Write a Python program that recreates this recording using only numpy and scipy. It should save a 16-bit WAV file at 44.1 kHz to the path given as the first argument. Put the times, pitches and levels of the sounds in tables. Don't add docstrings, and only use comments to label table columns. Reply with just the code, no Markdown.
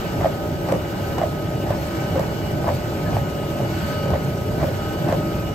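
import sys
import numpy as np
from scipy import signal
from scipy.io import wavfile
from scipy.ndimage import uniform_filter1d

SR = 44100
rng = np.random.default_rng(int(sys.argv[2]) if len(sys.argv) > 2 else 0)


def dump(signal):
    limited = np.clip(np.atleast_2d(signal).T, -1, 1)
    pcm = np.round(limited * 32767).astype(np.int16)
    wavfile.write(sys.argv[1], SR, pcm)


def elevation(decibels):
    levels = np.asarray(decibels, float)
    return 10 ** (levels / 20)


N = 244332
TIME = np.arange(N) / SR

# [peak t/s, peak level/dB, pitch f/Hz, click level/dB]
SOLES = [(0.2468, -8, 668, -37), (0.7252, -7, 565, -28.5), (1.2174, -9.1, 664, -35),
         (1.7077, -13.3, 626, -34), (2.1975, -13.3, 585, -29), (2.6819, -13.3, 630, -34),
         (3.169, -11.2, 729, -35), (3.6523, -24, 589, -37), (4.1378, -12.2, 619, -39),
         (4.6312, -13.3, 619, -37), (5.1273, -10.1, 611, -31)]
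# [t/s, thud peak level/dB, pitch f/Hz, deck shudder level/dB]
THUDS = [(0.227, -25, 125, -26), (0.709, -10, 93, -26), (1.2, -24, 91, -28), (1.7, -1, 104, -29.5),
         (2.189, -26, 127, -31.5), (2.667, -2.5, 90.5, -28.5), (3.148, -5, 94.2, -30.5),
         (3.612, -2, 120, -39), (4.118, -1, 80.5, -28.5), (4.612, -3, 76.6, -28.5), (5.097, -3, 97, -27.5)]


def slaps():
    # [peak t/s, peak level/dB, pitch f/Hz, click level/dB]
    heel_strikes = [(0.2129, -12, 642, -35), (0.6884, -15, 635, -33), (1.185, -15.5, 702, -30),
                    (1.67, -23, 650, -37), (2.1568, -17.7, 650, -36), (2.6445, -13, 669, -38),
                    (3.1312, -16.6, 693, -37), (3.6045, -16.6, 623, -38), (4.1056, -17.7, 692, -33),
                    (4.621, -15.5, 610, -38), (5.087, -15.5, 712, -34)]
    # [peak t/s, peak level/dB]
    belt_flaps = [(0.2595, -9), (0.2669, -13.5), (0.2748, -25), (0.6962, -24), (0.7435, -15.5),
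                  (0.7546, -16), (1.2375, -10), (1.2505, -25), (1.7133, -18.5), (2.1633, -13),
                  (2.1767, -18), (2.2095, -23), (2.6931, -15), (2.7038, -15), (2.7219, -28),
                  (4.0616, -17.5), (4.0857, -19), (4.1452, -18), (4.1581, -17.5), (4.6373, -19.5),
                  (4.6453, -14), (4.6854, -16.5), (5.1456, -20)]
    heels = [(s, db, hz, 0.0035, click_db, 1) for s, db, hz, click_db in heel_strikes]
    soles = [(s, db, hz, 0.0047 * (640 / hz) ** 2, click_db, -2.5) for s, db, hz, click_db in SOLES]
    sole_s, _, sole_hz, _ = np.transpose(SOLES)
    flaps = []
    for s, db in belt_flaps:
        pitch_shift, side = rng.uniform(-1, 1, 2)
        hz = 0.93 * np.interp(s, sole_s, sole_hz) + 25 * pitch_shift
        flaps.append((s, db, hz, 0.0074, -36, 3 * side))
    return heels + soles + flaps


def slap(db, hz, length, click_db, pan_db):
    # [f/Hz, level/dB, decay by 60 dB/s]
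    deck_modes = [(546, -19, 0.068), (593, -38, 0.09), (1155, -14.5, 0.017), (1830, -14, 0.0055)]
    t = np.arange(SR // 8) / SR - 1 / 100
    spread = np.where(t < 0, 0.6, 1.1) * length
    pop = np.cos(2 * np.pi * (hz * t + rng.random())) * np.exp(-2.6 * (t / spread) ** 2)
    after = np.maximum(t + length / 2, 0)
    ring = sum(elevation(d - 60 * after / decay) * np.sin(2 * np.pi * f * after) for f, d, decay in deck_modes)
    click_floor_db = -39
    tick_size = np.sqrt(max(elevation(click_db) ** 2 - elevation(click_floor_db) ** 2, 0))
    tick_filter = signal.butter(1, (1200, 9000), "bandpass", fs=SR)
    a, b = signal.lfilter(*tick_filter, rng.standard_normal((2, len(t))))
    tick = 1.2 * tick_size * ports(a, 0.86 * b) * elevation(-60 * after / 0.021) * (after > 0)
    pan = elevation([[pan_db / 2], [-pan_db / 2]])
    return elevation(db - 0.3) * (pop + ring) * pan + tick


def thud(db, hz):
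    t = np.arange(SR // 5) / SR
    return elevation(db - 5.5 - 60 * t / 0.12) * (1 - np.exp(-t / 0.014)) * np.sin(2 * np.pi * hz * t)


def shudder():
    # [f/Hz, level/dB per Hz]
    rattle = [(180, -52), (300, -10), (460, -12.5), (603, 1), (778, 10), (1230, -8.5), (1480, -6),
              (2540, -16), (9000, -53), (11700, -76), (19800, -120)]
    swell = sum(elevation(db) * np.exp(-((TIME - s - 0.015) / 0.043) ** 2) for s, _, _, db in THUDS)
    return swell * noise(rattle, rattle, size=256, patchy_db=2, flicker_db=2.5, difference_db=-3.0)


def load():
    build_s, let_go_s = 0.13, 0.033
    return sum(np.exp(-abs(TIME - s) / np.where(TIME < s, build_s, let_go_s)) for s, *_ in SOLES)


def rollers():
    # [f/Hz, level/dB per Hz]
    low_sum = [(12, -49), (20, -25.5), (76, -5), (152, -0.5), (227, -9), (329, -4), (430, -3), (500, -12),
               (602, -4), (688, -10.5), (813, -8.5), (1100, -44.5), (1430, -62), (2420, -120)]
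    low_difference = [(12, -60), (20, -29), (114, -17), (171, 2), (252, -8.5), (364, 1), (500, -3),
                      (622, 4.5), (1100, -5.5), (1430, -54), (2420, -120)]
    both = noise(low_sum, low_difference, size=2048, patchy_db=0.43, flicker_db=0.38, difference_db=-14)
    rumble, roar = split(both, hz=261)
    rumble_db = -28.5 + 0.5 * TIME + 3.5 * load()
    roar_db = -32 + 3.5 * load()
    return elevation(rumble_db) * evened(rumble) + elevation(roar_db) * evened(roar)


def drag():
    # [t/s, level/dB]
    hiss_curve = [(0.0, -45), (0.17, -45.5), (0.37, -47.5), (0.55, -48.5), (1.06, -46.5), (1.42, -48),
                  (1.65, -48), (1.93, -44.5), (2.57, -47.5), (2.87, -46), (3.38, -47), (3.66, -46),
                  (3.92, -44), (4.14, -47.5), (4.47, -47.5), (4.94, -45), (5.37, -47.5), (5.54, -47)]
    level_db = column(hiss_curve, order=1)
    return level_db - level_db.mean()


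def belt():
    # [f/Hz, level/dB per Hz]
    high_sum = [(530, -4.5), (900, 0), (1170, -9.5), (1270, -5), (1780, -9), (2970, -11.5), (3510, -14.5),
                (8210, -20.5), (9030, -26), (9590, -12), (10600, -11), (10900, -24.5), (11700, -21.5),
                (14600, -23), (15600, -30)]
    high_difference = [(530, -36), (900, -35), (1170, -1.5), (1500, -4.5), (2050, -11.5), (5740, -15.5),
                       (7030, -23.5), (11300, -20), (12200, -24), (12900, -82), (14200, -80),
                       (14700, -19.5), (15600, -37)]
    both = noise(high_sum, high_difference, size=512, patchy_db=1.4, flicker_db=0.55, difference_db=-1.5)
    hiss, fizz = split(both, hz=10200)
    scrape, hiss = split(hiss, hz=3200)
    flutter = uniform_filter1d(uniform_filter1d(rng.standard_normal(N), size=1400), size=1000)
    flutter_db = 0.95 * evened(flutter)
    scrape_db = -35.5 + 1.1 * drag()
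    hiss_db = -36.0 + 0.82 * drag() + flutter_db / 2
    fizz_db = -33 + 0.65 * drag() + 0.4 * load() + flutter_db
    return elevation(scrape_db) * scrape + elevation(hiss_db) * hiss + elevation(fizz_db) * fizz


def rubs():
    # [t/s, level/dB, f/Hz, half length/s]
    edge_rubs = [
        (3.89, -51, 4550, 0.25),
        (2.74, -52, 4500, 0.047),
        (5.38, -51, 2500, 0.049),
        (3.76, -51, 2800, 0.039),
    ]
    total = np.zeros((2, N))
    for s, db, hz, half in edge_rubs:
        swell = elevation(db) * np.exp(-((TIME - s) / half) ** 4)
        total += swell * ports(tone(hz, 500, 1), 0.7 * tone(hz, 500, 1))
    return total


def drive():
    # [t/s, level/dB]
    hum_curve = [(0.0, -46.5), (0.48, -43), (0.54, -49.5), (1.42, -42.5), (1.82, -51), (1.94, -42),
                 (2.76, -50), (2.87, -42), (3.67, -43), (3.7, -49), (3.92, -38.5), (4.72, -48), (4.84, -39),
                 (5.14, -43.5), (5.23, -39), (5.54, -45)]
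    # [t/s, level/dB]
    sing_curve = [(0.0, -58), (0.01, -52), (0.6, -55), (0.68, -54), (1.06, -51.5), (1.23, -47), (1.27, -59),
                  (1.56, -51), (1.8, -57), (2.17, -48), (2.22, -56), (2.44, -47.5), (2.61, -55.5),
                  (4.01, -47.5), (4.33, -57), (5.06, -47), (5.21, -55.5), (5.54, -45.5)]
    # [t/s, whine level/dB]
    whine_curve = [(0.0, -45), (0.11, -47), (0.49, -49.5), (0.96, -47.5), (1.16, -47.5), (1.56, -52.5),
                   (1.99, -44.5), (2.57, -47.5), (3.19, -48.5), (3.41, -54), (3.64, -48), (3.86, -41.5),
                   (4.4, -49.5), (4.98, -45.5), (5.12, -46), (5.54, -52)]
    # [multiple, level/dB, width/Hz]
    whine_orders = [(1, -5, 45), (1.5, -14, 60), (2, -16, 80), (3, -19, 300)]
    # [f/Hz, width/Hz, level/dB]
    deck_tones = [(94.2, 20, -38), (326.8, 18.5, -39), (359.5, 11, -56)]
    fan_hz = [560.5, 603.5, 14226]
    fan_db = [-39, -39, -67]
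    hum = elevation(column(hum_curve, order=1)) * ports(tone(1264.5, 5, 0.22), 0.4 * tone(1264.5, 4, 0.6))
    sing = elevation(column(sing_curve, order=1)) * ports(tone(2890.4, 9, 0.36), 0.4 * tone(2890.4, 6, 0.8))
    sag_after_s, sag_width_s = 0.11, 0.06
    sag = sum(np.exp(-((TIME - s - sag_after_s) / sag_width_s) ** 2) for s, *_ in THUDS)
    hz = 1520 - 45 * sag
    level_db = column(whine_curve, order=1) + 5.0
    whine = sum(elevation(level_db + db) * ports(tone(k * hz, w, 0.8), 1.15 * tone(k * hz, w, 1))
                for k, db, w in whine_orders)
    deck = sum(elevation(db) * ports(tone(f, w, 0.58), 0.16 * tone(f, w, 1)) for f, w, db in deck_tones)
    fan = sum(elevation(db) * ports(tone(f, 8, 0.3), 0.3 * tone(f, 6, 1)) for f, db in zip(fan_hz, fan_db))
    return hum + sing + whine + deck + fan


def clink(db, hz, length):
    t = np.arange(round(2 * length * SR)) / SR
    return elevation(db) * np.sin(2 * np.pi * hz * t) * np.hanning(len(t)) * np.array([[1.2], [0.6]])


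def hall(x):
    # [f/Hz, decay by 60 dB/s]
    hall_decay = [(200, 0.1), (700, 0.14), (3000, 0.1), (9000, 0.045)]
    taps = np.zeros((2, SR // 2))
    at = np.arange(300, SR // 2 - 20, 20)
    at = at + rng.integers(0, 20, (2, len(at)))
    np.put_along_axis(taps, at, rng.choice([-1., 1.], at.shape), 1)
    hz, t, z = signal.stft(taps, SR, nperseg=256)
    tail = signal.istft(z * elevation(-60 * t / read(hall_decay, hz)[:, None]), SR, nperseg=256)[1]
    return signal.fftconvolve(x, tail / np.linalg.norm(tail[0]), axes=1)[:, :N]


def noise(total, difference, size, patchy_db, flicker_db, difference_db):
    # [f/Hz, share]
    quarter_link = [(40, 0), (600, .6), (1200, .75), (1650, -.45), (3200, .45), (5000, .4), (6800, -.35),
                    (9000, -.45), (13000, .5)]
    # [f/Hz, left-right level/dB]
    tilt = [(30, -.4), (80, -1.2), (200, -1.4), (400, .5), (1200, 0), (2400, -1), (4400, .6), (15000, 0)]
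    frames, hz = 4 * N // size + 5, np.fft.rfftfreq(size, 1 / SR)
    a, b, c, d, patches = rng.standard_normal((frames, len(hz), 5)).T
    patches = evened(uniform_filter1d(uniform_filter1d(patches, size=8, axis=0), size=10, axis=1))
    flicker = evened(uniform_filter1d(rng.standard_normal(frames), size=5))
    link = np.clip(read(quarter_link, hz), -1, 1)[:, None]
    common = (a + 1j * b) * elevation(read(total, hz)[:, None])
    apart = 1j * link * (a + 1j * b) + np.sqrt(1 - link ** 2) * (c + 1j * d)
    apart = apart * elevation(read(difference, hz)[:, None] + difference_db)
    lean = elevation(read(tilt, hz)[:, None] / 2)
    z = ports(common, apart) * [lean, 1 / lean] * elevation(patchy_db * patches + flicker_db * flicker)
    return evened(signal.istft(z, nperseg=size, noverlap=3 * size // 4)[1][:, :N])


def tone(hz, width, fuzz):
    r = np.exp(-np.pi * width / SR)
    a, b = rng.standard_normal((2, N))
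    wander = signal.lfilter([1 - r], [1, -r], signal.lfilter([1 - r], [1, -r], a + 1j * b))
    wander = wander / np.sqrt(np.mean(abs(wander) ** 2))
    turn = np.exp(2j * np.pi * np.cumsum(hz * np.ones(N)) / SR)
    return evened((turn * (1 - fuzz + fuzz * wander)).real)


def ports(total, difference):
    return np.array([total + difference, total - difference])


def split(x, hz):
    low = signal.sosfiltfilt(signal.butter(3, hz, fs=SR, output="sos"), x)
    return low, x - low


def evened(x):
    return x / np.sqrt(np.mean(x ** 2) + 1e-20)


def read(points, hz):
    f, value = np.transpose(points)
    return np.interp(np.log(hz + 1), np.log(f + 1), value)


def column(rows, order):
    rows = np.array(rows)
    return np.interp(TIME, rows[:, 0], rows[:, order])


def add(mix, s, sound):
    part = mix[..., round(s * SR):][..., :sound.shape[-1]]
    part += sound[..., :part.shape[-1]]


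def ragged(total):
    # [usual f/Hz, typical jump/Hz, step/Hz]
    band_edges = [(9020, 62, 170), (11250, -150, 170), (15750, -330, 170)]
    hz, _, z = signal.stft(total, SR, nperseg=2048, noverlap=1536)
    frames = z.shape[1]
    jumps = rng.exponential(1, (frames // 4 + 1, 3)).clip(0, 3.5)
    jumps = np.repeat(jumps, 4, axis=0)[:frames].T
    low, high, top = (edge + np.sign(size) * step * np.floor(abs(size) * jump / step + 0.3)
                      for (edge, size, step), jump in zip(band_edges, jumps))
    keep = (hz[:, None] < low) | ((hz[:, None] > high) & (hz[:, None] < top))
    return signal.istft(z * keep, SR, nperseg=2048, noverlap=1536)[1][:N]


def scene():
    # [peak t/s, peak level/dB, f/Hz, length/s]
    far_clinks = [
        (3.07, -33.5, 1720, .02),
    ]
    feet, weight = np.zeros((2, N)), np.zeros(N)
    for s, *row in slaps():
        add(feet, s - 1 / 100, slap(*row))
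    for s, db, hz, length in far_clinks:
        add(feet, s - length, clink(db, hz, length))
    for s, db, hz, _ in THUDS:
        add(weight, s, thud(db, hz))
    return feet + elevation(-11) * hall(feet) + weight + shudder() + rollers() + belt() + rubs() + drive()


def band_limit(x):
    return signal.sosfilt(signal.butter(12, 15800, fs=SR, output="sos"), x)


def record(dry):
    total, difference = (dry[0] + dry[1]) / 2, (dry[0] - dry[1]) / 2
    gap = signal.butter(4, (12400, 14600), "bandstop", fs=SR, output="sos")
    difference = signal.sosfiltfilt(gap, difference)
    total = ragged(split(total, hz=24)[1])
    difference = signal.sosfiltfilt(signal.butter(8, 15800, fs=SR, output="sos"), difference)
    return band_limit(ports(total, difference))


dry = scene()
out = record(dry)
dump(out)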